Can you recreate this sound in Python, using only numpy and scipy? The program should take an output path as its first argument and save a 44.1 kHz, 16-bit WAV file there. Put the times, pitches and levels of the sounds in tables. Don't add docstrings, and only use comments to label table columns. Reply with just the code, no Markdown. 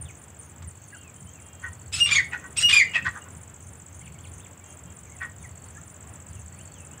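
import sys
import numpy as np
from scipy import signal
from scipy.fft import rfft, irfft, next_fast_len
from scipy.io import wavfile
from scipy.ndimage import uniform_filter1d, map_coordinates

SR = 44100
rng = np.random.default_rng(int(sys.argv[2]) if len(sys.argv) > 2 else 0)


def gain_from_db(level_db):
    decades = np.asarray(level_db, float) / 20
    return 10 ** decades


def waveform_to_disk(signal):
    frames = np.transpose(np.atleast_2d(signal))
    scaled = np.clip(frames, -1, 1) * 32767
    samples = np.round(scaled).astype(np.int16)
    wavfile.write(sys.argv[1], SR, samples)


N = 308700

# frequency in Hz, level in dB.
CHEST_SPECTRUM = [(400, -27), (800, -14), (1150, -5), (1800, 2.5), (2500, -9), (4000, -50.5)]


def unit(x):
    return x / np.sqrt(np.mean(np.abs(x) ** 2) + 1e-20)


def along(points, hz):
    f, v = np.transpose(points)
    return np.interp(np.log(hz + 1), np.log(f + 1), v)


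def curves(rows, t):
    s, *cols = np.transpose(rows)
    return [np.interp(t, s, c) for c in cols]


def clock(start, end):
    return np.arange(round(start * SR), round(end * SR)) / SR


def wobble(rate, size):
    knots = rng.standard_normal(int(size * rate / SR) + 4)
    return map_coordinates(knots, [np.arange(size) * rate / SR])


def filtered(x, response):
    m = next_fast_len(len(x) + 4096)
    return irfft(rfft(x, m) * response(np.fft.rfftfreq(m, 1 / SR)), m)[:len(x)]


def coloured(x, spectrum):
    return unit(filtered(x, lambda hz: gain_from_db(along(spectrum, hz))))


def noise(spectrum, size):
    return coloured(rng.standard_normal(size), spectrum)


def tone(hz):
    return np.sin(2 * np.pi * np.cumsum(hz) / SR)


def hump(size, edge):
    return signal.windows.tukey(size, np.clip(edge, .02, 1))


def add(track, s, x):
    at = round(s * SR)
    x = x[max(0, -at):N - at]
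    track[max(0, at):][:len(x)] += x


def street():
    # start in seconds, length in seconds, level in dB.
    horn = [
        (1.409, 0.3, -76),
        (4.635, 0.11, -76),
        (4.861, 0.073, -76),
    ]
    # frequency in Hz, level in dB.
    horn_lines = [(2400, 7), (2800, 12), (3180, 12), (3290, 2)]
    # start in seconds, level in dB.
    knocks = [
        (0.622, -46.5),
        (1.12, -74),
        (5.658, -53),
        (6.04, -56),
    ]
    # frequency in Hz, level in dB.
    rumble_spectrum = [(15, -90.5), (25, -54), (37, -48.5), (52, -18.5), (84, 7), (123, -5), (177, -8.5),
                       (260, -31.5), (340, -41), (570, -120)]
    # middle in seconds, half length in seconds, level in dB.
    swells = [(0.034, 0.046, -39), (0.654, 0.038, -38), (1.246, 0.044, -43.5), (1.682, 0.081, -44),
              (2.044, 0.19, -40.5), (2.679, 0.11, -42), (3.067, 0.039, -38.5), (3.369, 0.068, -45.5),
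              (3.669, 0.075, -47), (4.051, 0.12, -46), (4.322, 0.093, -44), (4.875, 0.039, -44),
              (5.18, 0.15, -48.5), (5.466, 0.1, -44.5), (5.75, 0.087, -47), (6.098, 0.053, -46),
              (6.359, 0.11, -42), (6.6, 0.071, -48), (6.847, 0.097, -48.5)]
    # frequency in Hz, level in dB.
    air = [(76, -23.5), (130, 0.5), (384, -9.5), (1330, -13.5), (2630, -20.5), (3500, -26), (4200, -47.5),
           (5000, -37)]
    # time in seconds, level in dB.
    air_course = [(0.0, -60), (1.36, -61), (2.94, -55), (3.57, -60), (7.0, -59)]
    # frequency in Hz, level in dB.
    hiss = [(3000, -7), (5000, -12.5), (6120, -15.5), (7470, -0.5), (8600, -22.5), (9320, -4),
            (9900, -18.5), (12000, -15), (14800, -9), (15700, -1.5)]
    knock_spectrum = [(300, -23), (1100, 12.5), (2500, 3), (6000, -8), (12000, -24.0)]  # Hz, dB
    idle_db = -51.5
    out, t = np.zeros(N), clock(0, N / SR)
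    for s, length, db in horn:
        u = clock(0, length)
        blast = sum(gain_from_db(db + d + 1.7 * wobble(26, len(u))) * tone(hz + 0 * u) for hz, d in horn_lines)
        add(out, s, hump(len(u), 0.12) * blast)
    for s, db in knocks:
        u = clock(0, 0.036)
        add(out, s, gain_from_db(db - 60 * u / 0.096) * noise(knock_spectrum, len(u)))
    rumble = noise(rumble_spectrum, N)
    rumble /= np.sqrt(np.abs(uniform_filter1d(rumble ** 2, SR // 16)) + 0.66)
    passing = sum(gain_from_db(2 * db) * np.exp(-((t - s) / half) ** 2) for s, half, db in swells)
    rumble *= np.sqrt(gain_from_db(2 * idle_db) + passing)
    patches = gain_from_db(.6 * wobble(3, N) + .7 * wobble(12, N))
    wash = gain_from_db(curves(air_course, t)[0] + 7.5) * patches * noise(air, N)
    return out + gain_from_db(-59.0) * noise(hiss, N) + gain_from_db(2.5) * rumble + wash


def far_birds():
    # start in seconds, length in seconds, first and last frequency in Hz, level in dB.
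    sagging = [(.076, 0.036, 3300, 2000, -48), (5.435, .031, 2440, 1900, -46),
               (6.33, 0.065, 3650, 2620, -59), (6.735, .12, 3750, 2650, -57),
               (4.062, .022, 3800, 1950, -48), (4.238, .026, 3700, 2000, -48),
               (4.448, .02, 3700, 1950, -50), (4.262, .02, 4300, 3100, -53)]
    # seconds, seconds, Hz, Hz, dB.
    arched = [(.928, 0.11, 2400, 2970, -58), (1.337, 0.075, 2750, 1900, -58.5),
              (.926, 0.0404, 1600, 1280, -44), (.922, .02, 1780, 1980, -51.5),
              (4.6, 0.038, 1980, 2250, -56), (5.114, .054, 2080, 1860, -55), (5.39, 0.048, 3700, 3300, -61),
              (6.28, .052, 5050, 3700, -64)]
    # seconds, seconds, Hz, Hz, dB. Those near 2.24, 2.84, 2.87 and 3.21
    # s are late echoes of the game birds' notes.
    straight = [(.053, .021, 3730, 3220, -49), (.635, .05, 2320, 1800, -60), (.897, .15, 2796, 2820, -60),
                (1.04, .062, 2750, 2330, -54), (1.112, .012, 2400, 1950, -59), (1.15, .05, 3000, 3220, -62),
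                (1.259, .052, 3010, 3210, -58), (2.87, .06, 2880, 2840, -44), (3.21, .022, 2860, 2860, -50),
                (4.01, .021, 1920, 2450, -52), (4.031, .021, 3200, 2550, -56),
                (4.181, .019, 2750, 3550, -56), (4.394, .027, 2400, 3850, -55),
                (4.432, .011, 3840, 3300, -56), (5.055, .05, 2500, 1970, -60),
                (5.187, .026, 2780, 2250, -53), (5.752, .04, 1597, 1810, -50),
                (5.778, .019, 1280, 1450, -51), (6.56, .068, 2000, 3350, -56),
                (6.905, .058, 2520, 3120, -60), (4.057, .012, 2950, 1950, -54),
                (4.004, .02, 3000, 3350, -58), (4.15, .03, 2320, 2050, -58), (6.515, .035, 1800, 2120, -60),
                (6.98, .02, 1750, 1700, -56), (2.238, .03, 2190, 2200, -37), (2.838, .026, 2420, 2400, -34)]
    # start in seconds, length in seconds.
    dove = [
        (4.423, 0.16),
        (4.598, 0.23),
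        (5.195, 0.23),
        (5.762, 0.079),
        (5.873, 0.15),
        (6.542, 0.37),
        (6.792, 0.1),
    ]
    # start of the last note in seconds, its level in dB.
    trills = [
        (.99, -63),
        (1.87, -62.5),
        (4.285, -62.5),
        (5.68, -63.5),
        (6.722, -60),
    ]
    out, t = np.zeros(N), clock(0, 0.021)
    for slurs, bend_hz_per_s in (sagging, -3600), (arched, 4400), (straight, 0):
        for s, length, first_hz, last_hz, db in slurs:
            u = np.linspace(0, 1, round(length * SR))
            bend = bend_hz_per_s * length * np.sin(np.pi * u)
            hz = first_hz + (last_hz - first_hz) * u + bend
            flutter = gain_from_db(2.5 * wobble(120, len(u)) - .005 * np.clip(hz - 2900, 0, 900))
            whistle = tone(hz + 22 * wobble(250, len(u)))
            add(out, s, gain_from_db(db) * flutter * hump(len(u), .3) * whistle)
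    for s, length in dove:
        u = clock(0, length)
        coo = gain_from_db(-62 + 2.5 * wobble(30, len(u))) * hump(len(u), .7)
        add(out, s, coo * tone(610 + 25 * wobble(11.9, len(u))))
    for s, db in trills:
        for k in range(9):
            start = s - .011 - k * .0425 + k * k * .0011
            level = gain_from_db(db - 1.1 * k + rng.normal(0, 1.5))
            add(out, start, level * hump(len(t), 0.88) * tone(4620 - 16000 * t))
    return out


def buzzes():
    buzz_middles = [0.126, 0.449, .84, 1.33, 1.64, 2.39, 3.17, 3.645, 3.955, 4.37, 4.694, 5.1, 5.434, 5.775,
                    6.401, 6.78]
    out, t = np.zeros(N), clock(0, 0.0038)
    for s in buzz_middles:
        for k in range(-10, 10):
            tick = hump(len(t), 0.64) * tone(rng.normal(6920, 120) - 250000 * t)
            level = gain_from_db(-53 - 9.8 * (k / 10) ** 2 + rng.normal(0, 2.73))
            add(out, s + k * .0052, level * tick)
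    return out


def crickets():
    # start in seconds, number of chirps.
    near_chirps = [(.191, 2), (.455, 2), (.885, 3), (1.161, 3), (1.421, 2), (1.635, 3), (2.251, 2),
                   (2.477, 2), (3.138, 2), (3.33, 3), (3.634, 4), (3.964, 3), (4.245, 4), (4.697, 2),
                   (4.96, 2), (5.161, 3), (5.425, 2), (5.658, 2), (5.869, 2), (6.093, 2), (6.306, 3),
                   (6.585, 2), (6.813, 2)]
    # start in seconds, number of chirps.
    far_chirps = [(.29, 1), (.77, 1), (1.03, 1), (1.4, 1), (1.78, 3), (2.35, 3), (2.92, 1), (3.05, 2),
                  (3.247, 2), (3.45, 2), (3.65, 3), (3.848, 3), (4.131, 3), (4.385, 3), (4.631, 3),
                  (4.815, 1), (4.874, 2), (5.104, 2), (5.358, 4), (5.6, 2), (5.78, 2), (5.86, 3),
                  (6.092, 3), (6.347, 3), (6.618, 3), (6.914, 2)]
    # start in seconds, level in dB.
    tweets = [
        (0.011, -33.5),
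        (0.389, -37.5),
        (0.673, -39.5),
    ]
    gap_s, slows_s, far_gap_s = .045, .0023, .0495
    strokes = (-.027, -7, 9020), (-.0125, 1.5, 9150), (0, 3.5, 9090)
    out, t, far, call = np.zeros(N), clock(0, 0.014), clock(0, .018), clock(0, 0.019)
    for s, chirps in near_chirps:
        for k in range(chirps):
            db = rng.normal(-54.5, 0.83)
            start = s + k * gap_s + k * (k - 1) * slows_s
            for lag, stroke_db, hz in strokes:
                pulse = hump(len(t), 0.44) * tone(hz + 4000 * t + 45 * wobble(150, len(t)))
                add(out, start + lag, gain_from_db(db + stroke_db) * pulse)
    for s, chirps in far_chirps:
        for k in range(chirps):
            level = gain_from_db(rng.normal(-62.5, 1.5) + 1.5 * wobble(200, len(far)))
            add(out, s + k * far_gap_s - .006, level * hump(len(far), .7) * tone(9520 - 9000 * far))
    for s, db in tweets:
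        level = gain_from_db(db + 2.3 * wobble(205, len(call)))
        falling = tone(9120 - 600 * (call / call[-1]) ** 4)
        add(out, s, level * hump(len(call), 0.26) * falling)
    return out


def warbler():
    # time in seconds, count of pairs sung so far.
    reel = [(0.0266, 0), (0.4137, 6), (0.499, 7), (1.4673, 22), (1.7341, 26), (2.2498, 34), (3.288, 50),
            (3.7366, 57), (4.7081, 72), (5.3655, 82), (6.0103, 92), (6.9811, 107)]
    # time in seconds, level in dB.
    reel_course = [(0, -36), (2, -35), (3, -33.5), (4, -35), (7, -33.5)]
    # time in seconds, frequency in Hz, level in dB.
    chip = [(-.006, 8690, -28), (-.004, 8096, -7), (-.0023, 7885, -14), (-.0008, 7500, -1.5),
            (.001, 7040, -18), (.0035, 6504, -14), (.0055, 5855, -23), (.007, 5620, -47.5)]
    out, t = np.zeros(N), clock(chip[0][0], chip[-1][0])
    hz, db = curves(chip, t)
    times, counts = np.transpose(reel)
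    for s in np.interp(np.arange(round(counts[-1]) + 1), np.round(counts), times):
        for lag in 0, .0204:
            level = gain_from_db(db + curves(reel_course, s)[0] + rng.normal(0, 1.1))
            add(out, s + lag + t[0], level * tone(hz * rng.normal(1, 0.0032)))
    return out


def clucks():
    # start in seconds, level in dB, time to fall 60 dB in seconds, top pitch in Hz,
    # first mouth resonance in Hz.
    cluck_events = [
        (1.614, -33, 0.16, 382.3, 1950),
        (2.307, -26, .08, 495.8, 2300),
        (2.418, -38.5, 0.056, 381, 1800),
        (2.924, -19, 0.078, 635, 2650),
        (3.035, -21.5, 0.053, 580.4, 2000),
        (3.136, -33, 0.087, 414, 1600),
        (3.24, -43.5, .075, 373, 1300),
        (5.195, -28.5, 0.12, 381.3, 2050),
    ]
    # centre in Hz, width in Hz, level in dB.
    gullet_modes = [(790, 330, -6.5), (1080, 320, -1), (1508, 60.7, 4), (1902, 91, 4), (2570, 300, 0),
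                    (3320, 880, -0.5)]
    # frequency in Hz, level in dB.
    breath_spectrum = [(600, -13), (3000, -3), (8000, 7.5), (13000, -17.5)]
    start_ratio, sag_ratio, sag_s = .5, .8, .05
    mouth_sag, mouth_sag_s = .62, .058
    below_db, above_db, skirt_db = 17.5, 74.5, -20
    rise_base_s, hold_s, chest_late_s = .016, .014, .049

    def gullet(f):
        return sum((-1) ** k * gain_from_db(db) * 1j * f * w / (c * c - f * f + 1j * f * w)
                   for k, (c, w, db) in enumerate(gullet_modes))

    out, t = np.zeros(N), clock(0, 0.21)
    for s, db, t60, top_hz, mouth_hz in cluck_events:
        rise = rise_base_s * (1 + top_hz / 650)
        rough = gain_from_db((db + 25) * .3)
        climb = 1 - (1 - start_ratio) * np.maximum(1 - t / rise, 0) ** 1.3
        sag = sag_ratio + (1 - sag_ratio) * np.exp(-(np.maximum(t - rise, 0) / sag_s) ** 2)
        smooth_hz = top_hz * climb * sag
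        hz = smooth_hz * (1 + .028 * rough * wobble(300, len(t)))
        mouth = mouth_hz * (mouth_sag + (1 - mouth_sag) * np.exp(-(t / mouth_sag_s) ** 2))
        octaves = np.log2(np.arange(1, 10)[:, None] * smooth_hz / mouth)
        loss_db = np.where(octaves < 0, below_db, above_db) * octaves ** 2
        gains = gain_from_db(np.maximum(-loss_db, skirt_db - 6 * octaves))
        voice = sum(g * (1 + .7 * rough * wobble(500, len(t))) * tone((k + 1) * hz) for k, g in enumerate(gains))
        breath = 0.23 * gain_from_db((db + 27.0) * 1.1 - 130.0 * t) * noise(breath_spectrum, len(t))
        hoarse = 0.73 * rough * wobble(900, len(t)) * tone(mouth)
        chest = 0.26 * np.minimum(t / chest_late_s, 1) ** 2 * noise(CHEST_SPECTRUM, len(t))
        throb = gain_from_db(1.65 * rough * tone(135 + 25 * wobble(60, len(t))))
        onset = np.minimum(t / rise, 1) ** 2
        swell = onset * gain_from_db(-60 * np.maximum(t - rise - hold_s, 0) / t60)
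        source = throb * (.6 * voice + hoarse + chest + breath)
        add(out, s, gain_from_db(db) * swell * 1.13 * filtered(source, gullet))
    return out


def squeaks(size, rate, life):
    count, t = int(rate * size / SR), clock(0, life)
    at, pitch, sag, level = rng.random((count, 4)).T[..., None]
    hz = 400 + 15000 * pitch ** 1.6
    cycles = hz * t * (1 - 1.9 * (sag - .3) * t)
    grain = gain_from_db(11 * level) * np.hanning(len(t)) * np.sin(2 * np.pi * cycles)
    index = (at * size).astype(int) + np.arange(len(t))
    summed = np.bincount(index.ravel(), grain.ravel())
    return unit(summed[len(t) // 2:][:size - len(t)])


def beats(size, hz):
    cycles = np.cumsum(hz * (1 + .065 * wobble(250, size))) / SR
    pulses = np.exp(14 * np.cos(2 * np.pi * cycles))
    return unit(pulses * gain_from_db(2.2 * wobble(900, size)))


def rasp():
    # frequency in Hz, level in dB.
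    throat = [(1200, -32), (1700, -12), (2200, -3.5), (3400, 3), (4300, -8.5), (5500, -12), (7000, -12),
              (9000, -52.5)]
    beak = [(3500, -27.5), (5000, -6.5), (6500, -11.5), (8300, 1), (9500, -11), (12000, -28.5),
            (15500, -23)]
    # start in seconds, length in seconds, effort in dB, beak opening in dB.
    open_bursts = [
        (1.917, .086, -39.5, 0.5),
        (2.558, .07, -37.5, 2),
    ]
    leak_bursts = [
        (2.004, 0.073, -53, 7.5),
        (2.632, .055, -51.5, 4),
    ]
    shut_bursts = [
        (2.054, .053, -35.5, -17),
        (2.68, .04, -29.5, -10),
    ]
    hard_bursts = [
        (2.106, .055, -27, -9.5),
        (2.719, .05, -25, -9),
    ]
    # attack in seconds, release in seconds, end over start in dB,
    # bulge in the middle in dB.
    burst_shapes = [
        (0.013, .013, 6, -4.5),
        (.005, .005, -5, 0.5),
        (0.01, .006, 2.5, 0.5),
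        (0.0053, .055, -3.5, -1.5),
    ]
    out = np.zeros(N)
    kinds = (open_bursts, leak_bursts, shut_bursts, hard_bursts)
    for bursts, (attack, release, end_db, bulge_db) in zip(kinds, burst_shapes):
        for s, length, db, open_db in bursts:
            t = clock(0, length + release)
            corners = [0, attack, length / 2, length, length + release]
            effort_db = db + np.interp(t, corners, [-25, 0, end_db / 2 + bulge_db, end_db, end_db - 22])
            source = squeaks(len(t) + 1000, rate=5000, life=.01)[:len(t)]
            source = source + .45 * rng.standard_normal(len(t))
            if open_db < 0:
                source = source + .9 * beats(len(t), hz=1150)
            else:
                source = source + .7 * beats(len(t), hz=1340)
            mix = gain_from_db(3.0) * coloured(source, throat)
            mix = mix + gain_from_db(open_db - 0.5) * coloured(source, beak)
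            mix = mix + gain_from_db(-14.5 - 0.41 * open_db) * coloured(source, CHEST_SPECTRUM)
            add(out, s, gain_from_db(effort_db + 1.5 * wobble(305, len(t))) * mix)
    return out


def notes():
    # start in seconds, length in seconds, first and last frequency in Hz, level in dB.
    cracks = [
        (2.046, 0.02, 8420, 7790, -25.5),
        (2.688, 0.017, 8560, 8020, -27),
    ]
    # start in seconds, length in seconds, top frequency in Hz,
    # fundamental level in dB.
    sung_calls = [
        [(1.927, 0.044, 2633, -34), (1.999, 0.07, 2828, -15), (2.108, 0.035, 2371, -19),
         (2.152, 0.022, 2226, -16.5), (2.174, 0.038, 2224, -20)],
        [(2.571, 0.036, 2795, -25.5), (2.624, 0.098, 2873, -13), (2.724, 0.029, 2446, -13),
         (2.76, 0.027, 2438, -12.5), (2.789, 0.044, 2355, -14.5)],
    ]
    # share of the length, pitch over its top,
    # effort in dB, beak opening in dB.
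    lead_shape = [(0, .88, -18.5, -12.5), (.25, 1, -11, -4), (.45, 0.99, 1.5, 0), (.62, 1, -4.5, -1.5),
                  (.8, .81, -15.5, -9.5), (1, .79, -19.5, -14.5)]
    long_shapes = [
        [(0, .99, -26, -6), (.12, 1.004, -4.5, -5.5), (.25, 1, -0.5, -2.5), (.45, 1, 0.5, -3.5),
         (.66, .996, -13, -1.5), (.76, .99, -7, 2), (.81, .99, -26, -5), (.87, .99, -1, -17),
         (1, .985, -17, -25)],
        [(0, 1, -19.5, -8), (.1, 1.004, -7, -5), (.28, 1, 1.5, 0.5), (.38, .998, -1.5, 1), (.45, .996, -12, -4),
         (.74, .99, -5, -5), (.8, .99, -13, -16.5), (1, .995, -12, -21)],
    ]
    short_shape = [(0, 0.98, -17.5, -18.5), (.22, 1, -3.5, -10), (.5, 1, 1.5, -1.5), (.76, .992, -5, 1),
                   (1, 0.99, -12, -12.5)]
    held_shapes = [
        [(0, 0.94, -12.5, -13), (.3, 0.99, -8, -3), (.8, 1, 0.5, -1), (1, .998, -2, 0)],
        [(0, 1, -16, -6), (.25, 1.003, 0.5, -3), (.7, .99, -1, -0.5), (1, .97, -2, -1)],
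    ]
    drop_shapes = [
        [(0, 1, 2, 5), (.14, 0.95, -1.5, -5), (.32, .845, 1.5, -20), (.55, 0.84, -4.5, -27),
         (.78, .71, -14, -27), (1, .68, -24, -27)],
        [(0, 1, -4.5, 2), (.16, .975, -5.5, 2.5), (.36, .895, -4, -2), (.62, .8, -5.5, -21.5),
         (.78, .8, -13, -22), (1, 0.73, -19, -25)],
    ]
    # second, third, fourth and fifth partial in dB.
    overtone_levels = [
        [(-32.5, -31.5, -46.5, -63), (-33.5, -32, -55.5, -56), (-34, -28, -44.5, -58), (-32.5, -25, -54, -54),
         (-44, -34, -44, -61)],
        [(-32.5, -25, -48.5, -58), (-34, -43, -54, -53), (-30.5, -27.5, -37.5, -47.5),
         (-28, -31.5, -44.5, -56.5), (-36, -31, -47.5, -68)],
    ]
    lag_s, lag_level_db, lag_depth = (0.0129, 0.01185), (-1.5, 2.5), 0.693
    out = np.zeros(N)
    for s, length, first_hz, last_hz, db in cracks:
        u = clock(0, length) / length
        add(out, s, gain_from_db(db) * hump(len(u), .7) * tone(first_hz + (last_hz - first_hz) * u ** 2))
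    by_call = zip(sung_calls, long_shapes, held_shapes, drop_shapes, overtone_levels, lag_s, lag_level_db)
    for call, long, held, drop, colours, lag, lag_db in by_call:
        shapes = (lead_shape, long, short_shape, held, drop)
        for (s, length, top_hz, db), shape, overtones in zip(call, shapes, colours):
            t = clock(-.0015, length + .0015)
            ratio, effort_db, open_db = curves(shape, t / length)
            hz = top_hz * ratio
            fall = uniform_filter1d(np.maximum(-np.gradient(hz) * SR, 0), size=200) * (hz < 2250)
            hz = hz + (10 + .0005 * fall) * wobble(450, len(t))
            voice = gain_from_db(db + effort_db) * tone(hz)
            for k, overtone_db in enumerate(overtones):
                level = gain_from_db(open_db + 2 + overtone_db + 1.5 * wobble(90.6, len(t)))
                voice = voice + level * tone((k + 2) * hz)
            if shape is drop:
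                late_ratio, late_db, _ = curves(shape, (t - lag) / length)
                late_level = gain_from_db(db + lag_db + late_db) * np.clip(t / lag, 0, 1)
                voice = voice + late_level * tone(top_hz * late_ratio ** lag_depth)
            fade = hump(len(t), .006 * SR / len(t))
            add(out, s + t[0], np.sqrt(2) * fade * voice)
    return out


def echoes(x, scrub_db):
    # frequency in Hz, time to fall 60 dB in seconds.
    scrub = [(500, 0.1), (2500, 0.27), (9000, 0.2)]
    # delay in seconds, level in dB.
    banks = [
        (.013, -13),
        (.022, -16.5),
        (.08, -25),
    ]
    hz, t, z = signal.stft(rng.standard_normal(SR // 2), SR, nperseg=256)
    decay = gain_from_db(-60 * t / along(scrub, hz)[:, None])
    tail = signal.istft(z * decay, SR, nperseg=256)[1]
    delayed = np.pad(x, (200, 0))
    out = x + gain_from_db(scrub_db) * signal.fftconvolve(delayed, tail / np.linalg.norm(tail))[:N]
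    for delay, db in banks:
        add(out, delay, gain_from_db(db) * x)
    return out


def scene():
    fowl = echoes(notes() + rasp(), scrub_db=-10.0) + echoes(clucks(), scrub_db=-10.5)
    small = echoes(warbler(), scrub_db=-10.5)
    small = small + echoes(crickets() + buzzes(), scrub_db=-11.5)
    small = small + echoes(far_birds(), scrub_db=-11)
    return (fowl + small + street())[None]


def low_pass(x):
    return signal.sosfilt(signal.butter(12, 16300, fs=SR, output="sos"), x)


def record(dry):
    mix = filtered(dry[0], lambda hz: hz < 15640)[None]
    return low_pass(mix)


dry = scene()
out = record(dry)
waveform_to_disk(out)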